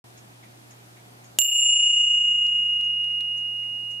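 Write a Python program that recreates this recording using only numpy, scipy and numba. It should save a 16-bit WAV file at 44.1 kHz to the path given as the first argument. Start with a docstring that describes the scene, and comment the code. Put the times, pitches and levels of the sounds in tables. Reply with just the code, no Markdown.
"""First you hear a quiet room: soft hiss, mains hum and a distant ticking clock. Then a mallet strikes
a small brass bell once, close by. The bell rings with three pairs of tones; the two tones of a pair are
so close that they beat (flutter). They fade while the bell rocks on its hook, which ticks a few times.
A limiter turns the sound down at the blow and slowly back up, so the ring swells before it dies."""
import sys
import numpy as np
from scipy import signal
from scipy.fft import rfft, irfft
from scipy.io import wavfile
from scipy.ndimage import uniform_filter1d
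from numba import njit

SR = 44100
rng = np.random.default_rng(int(sys.argv[2]) if len(sys.argv) > 2 else 0)


def wav_record(signal):
    """Record a signal, one row per channel, as 16-bit PCM in the file named by sys.argv[1]."""
    frames = np.transpose(np.atleast_2d(signal))
    bounded = np.clip(frames, -1, 1)
    # unit amplitude maps onto the largest positive 16-bit level
    quanta = np.round(bounded * 32767).astype(np.int16)
    wavfile.write(sys.argv[1], SR, quanta)


N = 176400
STRIKE_S = 1.3874

# The bell's tones, pair by pair:
# f/Hz, level/dB, time to fade 60 dB/s, rocking depth/dB, dip behind the mallet/dB, left ear's lead/rad
BELL_TONES = [ (2836.8, -9.8, 3.6, -1.3, -1, -.25), (2865.8, -4.6, 6.25, 1.4, -2, -.5),
              (7237.6, 0, 1.48, .3, -9, .4), (7371.6, -5.3, 1.33, -.3, -8, -.5),
              (13390.2, -8.5, .43, 0, -6, 1.2), (13472.4, -8.5, .49, 0, -7, -.8)]
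# Pan (left level minus right) as the bell turns: t/s, low pair's pan/dB, upper pairs' pan/dB
BELL_TURN = [(1.4, -1.5, -13.5), (1.46, 0.5, -0.5), (1.54, 1, -7.5), (1.99, -1.0, 5), (2.5, -1, -1),
             (2.66, -1.5, -3.5), (2.86, -2.0, 0.5), (3.22, -3.5, 1), (3.25, -3.0, 1), (4.0, -5.5, 4)]
# The blow and two light bounces: t/s after the strike, level/dB, pan/dB
MALLET_KNOCKS = [(0, 6, 11), (0.0297, -8, -1), (0.0564, -12, 2)]
# Tone colour of a knock: f/Hz, level/dB
MALLET_SPECTRUM = [(40, -40), (150, -22), (400, -23), (1500, -19), (2200, -20), (3000, -8.5), (4200, -1.5),
                   (5000, -6), (6200, -2), (7300, 6.5), (9000, -6), (12000, -8), (13500, 0), (15500, -26.5)]
# Ticks of the hook: t/s, level/dB, ring f/Hz, ring boost/dB, pan/dB
HOOK_TICKS = [(0.103, -48, 4400, 15, .5), (2.467, -33.5, 4400, 21.5, 4.5), (2.737, -42, 1750, 12.5, -1.5),
              (2.811, -35.5, 4500, 11, -0.5), (3.043, -35.5, 3700, 10.5, 0), (3.2074, -31, 3400, 13.5, 5)]
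# Tone colour of a hook tick: f/Hz, level/dB
HOOK_SPECTRUM = [(200, -19.5), (1000, -14), (2500, 3.5), (5000, -7), (7000, -0.5), (10000, -7),
                 (15000, -16.5)]
# The clock's two beats: first t/s, level/dB, rise/s, decay/s
TICK_BEAT = (.168, -51, .012, .022)
TOCK_BEAT = (.425, -53, .014, .026)
# The pitches each beat rings at: f/Hz, width/Hz, level/dB
TICK_RINGS = [(2240, 700, -14), (5450, 30, -3), (6590, 55, 0), (6750, 400, -9), (7860, 80, -15)]
TOCK_RINGS = [(2080, 260, -1), (2260, 130, 0), (3610, 200, -10), (6600, 250, -11), (8400, 60, -12)]
# Tones of the mains hum: f/Hz, level/dB
HUM_TONES = [(59.8, -78), (119.9, -53.5), (359.8, -71.5), (719.6, -76)]
# Tone colour of the room's air, the deep bass and the rest: f/Hz, level/dB
AIR_LOWS = [(20, -30), (45, -16), (85, -2.5)]
AIR_SPECTRUM = [(94, -32), (160, -1), (301, -2.5), (467, -9.5), (740, -7), (1130, -14.5), (1680, -16.5),
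                (10600, -21.5), (14100, -25.5), (15500, -35)]
# How wide the air sounds: f/Hz, level/dB of the ears' difference over what they share
AIR_SPREAD = [(60, -3.5), (200, -7), (380, 1), (700, 2), (1300, 7.5), (2400, 6), (4400, 2.5), (8000, -0.5),
              (15000, -5)]


def bell(rock_hz=6.85, rock_peak_s=1.416, rock_fade_s=2.2, build_s=.0006):
    """Paired tones beat; rocking varies their levels, and turning moves them between the ears."""
    t = np.arange(N) / SR
    age = np.maximum(t - STRIKE_S, 0)
    rock = np.cos(2 * np.pi * rock_hz * (t - rock_peak_s)) * np.exp(-age / rock_fade_s)
    shade = np.exp(-((t - 1.511) / .081) ** 2)  # the mallet passes in front of the bell
    when, low, upper = np.transpose(BELL_TURN)
    pans = [np.interp(t, when, pan) for pan in (low, upper, upper + 8.5)]  # the top pair leans left
    out = np.zeros((2, N))
    for k, (hz, db, fade_s, rock_db, shade_db, lead) in enumerate(BELL_TONES):
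        level = amp(db + rock_db * rock + shade_db * shade)
        fade = np.exp(-np.log(1000) * age / fade_s)
        phase = 2 * np.pi * hz * age + np.array([[lead], [-lead]]) / 2
        out += level * fade * panned(pans[k // 2]) * np.sin(phase)
    return out * (1 - np.exp(-age / build_s))  # the ring builds while the mallet touches


def mallet():
    """The mallet knocks on the brass and bounces twice."""
    out = np.zeros((2, N))
    for delay, db, pan_db in MALLET_KNOCKS:
        knock = click(MALLET_SPECTRUM, decay_s=.0012, tail_db=-32.5, tail_s=.021)
        add(out, STRIKE_S + delay, amp(db) * panned(pan_db) * knock)
    return out


def hook():
    """The hook ticks as it slips in the loop the bell hangs from."""
    out = np.zeros((2, N))
    for s, db, hz, boost_db, pan_db in HOOK_TICKS:
        tick = click(HOOK_SPECTRUM, decay_s=.0013, tail_db=-20.5, tail_s=.022,
                     ring_hz=hz, ring_db=boost_db)
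        add(out, s, amp(db) * panned(pan_db) * tick)
    return out


def clock(period_s=.533):
    """A distant clock: tick and tock take turns, each a few ringing pitches blurred by the room."""
    out = np.zeros((2, N))
    for (first, db, rise_s, decay_s), rings in ((TICK_BEAT, TICK_RINGS), (TOCK_BEAT, TOCK_RINGS)):
        def shape(hz):
            powers = [amp(level) ** 2 / (1 + (2 * (hz - f) / width) ** 2) for f, width, level in rings]
            return np.sqrt(sum(powers))
        for s in np.arange(first, N / SR, period_s):
            t, ring = noise(shape)
            envelope = np.minimum(t / rise_s, np.exp(-(t - rise_s) / decay_s))
            add(out, s, amp(db) * ring * envelope)
    return out


def mains_hum():
    """Mains electricity hums with a few steady low tones."""
    t = np.arange(N) / SR
    tones = [amp(db) * np.sqrt(2) * np.sin(2 * np.pi * (hz * t + rng.random())) for hz, db in HUM_TONES]
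    return panned(pan_db=-1.5) * sum(tones)


def room_air(level_db=-51, patch_db=.73):
    """Room air and microphone hiss: soft noise, slightly patchy over time and pitch."""
    frames, hz = N // 256 + 5, np.fft.rfftfreq(1024, 1 / SR)
    mid_re, mid_im, side_re, side_im, patches = rng.standard_normal((frames, len(hz), 5)).T
    patches = uniform_filter1d(patches, size=10, axis=0)  # smooth over pitch
    patches = unit_level(uniform_filter1d(patches, size=14, axis=1))  # then over time
    mid = mid_re + 1j * mid_im  # what both ears share
    side = amp(level_at(AIR_SPREAD, hz))[:, None] * (side_re + 1j * side_im)
    colour_db = level_at(AIR_LOWS + AIR_SPECTRUM, hz)[:, None]
    spectra = np.array([mid + side, mid - side]) * amp(colour_db + patch_db * patches)
    _, air = signal.istft(spectra, nperseg=1024, noverlap=768)
    return amp(level_db) * unit_level(air[:, :N])


def click(colour, decay_s, tail_db, tail_s, ring_hz=1000, ring_db=0):
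    """A brief contact: a burst of noise, alike in both ears, with a faint tail from the room."""
    def shape(hz):
        ring = np.exp(-(np.log2((hz + 1) / ring_hz) / .5) ** 2)  # half an octave to each side
        return amp(level_at(colour, hz) + ring_db * ring)
    t, direct = noise(shape)
    t, room = noise(shape)
    return direct[0] * np.exp(-t / decay_s) + amp(tail_db) * room * np.exp(-t / tail_s)


def noise(gain_at, size=8192):
    """Sample times and two unrelated channels of noise with the given tone colour."""
    spectrum = rfft(rng.standard_normal((2, size))) * gain_at(np.fft.rfftfreq(size, 1 / SR))
    return np.arange(size) / SR, unit_level(irfft(spectrum))


def amp(db):
    """Turns decibels into a gain to multiply by."""
    return 10 ** (np.asarray(db) / 20)


def unit_level(x):
    """Scales a signal to an average (rms) level of 1."""
    return x / np.sqrt(np.mean(x ** 2) + 1e-20)


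def level_at(points, hz):
    """Looks up a level between a table's points, on a pitch (log-frequency) scale."""
    f, db = np.transpose(points)
    return np.interp(np.log(hz + 1), np.log(f + 1), db)


def panned(pan_db):
    """Left and right gains; a positive pan leans left."""
    half = np.atleast_1d(pan_db) / 2
    return amp(np.array([half, -half]))


def add(mix, s, sound):
    """Mixes a sound in at s seconds."""
    part = mix[:, max(round(s * SR), 0):][:, :sound.shape[1]]
    part += sound[:, :part.shape[1]]


def scene():
    """The struck bell and its hook in the quiet room."""
    return bell() + mallet() + hook() + clock() + room_air() + mains_hum()


@njit
def limiter_gain(peak, ceiling, attack_s, recover_s):
    """Gain that drops fast while peaks pass the ceiling, then creeps back to one."""
    fall, rise = 1 / (attack_s * SR), 1 / (recover_s * SR)
    gain, now = np.ones(len(peak)), 1.0
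    for i in range(len(peak)):
        if peak[i] * now > ceiling:
            now += (ceiling / peak[i] - now) * fall
        else:
            now += (1 - now) * rise
        gain[i] = now
    return gain


def record(dry, lookahead_s=.0007, step_db=.35, clip_db=-4.5, start_s=.041, low_hz=75, high_hz=15750):
    """A limiter ducks the blow, which still overloads briefly; the deepest bass and top treble are cut."""
    t = np.arange(N) / SR
    coming_peak = np.interp(t + lookahead_s, t, abs(dry).max(0))
    gain = limiter_gain(coming_peak, ceiling=float(amp(-10)), attack_s=.00042, recover_s=1)
    stepped_db = step_db * np.round(20 * np.log10(gain) / step_db)
    gain = uniform_filter1d(amp(stepped_db), size=9)  # soften the edge of each step
    out = np.clip(dry * gain, -amp(clip_db), amp(clip_db)) * (t > start_s)
    low_cut = signal.butter(2, low_hz, "highpass", fs=SR, output="sos")
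    high_cut = signal.firwin(255, high_hz, window=("kaiser", 9), fs=SR)
    return signal.oaconvolve(signal.sosfilt(low_cut, out), high_cut[None], "same")


dry = scene()
out = record(dry)
wav_record(out)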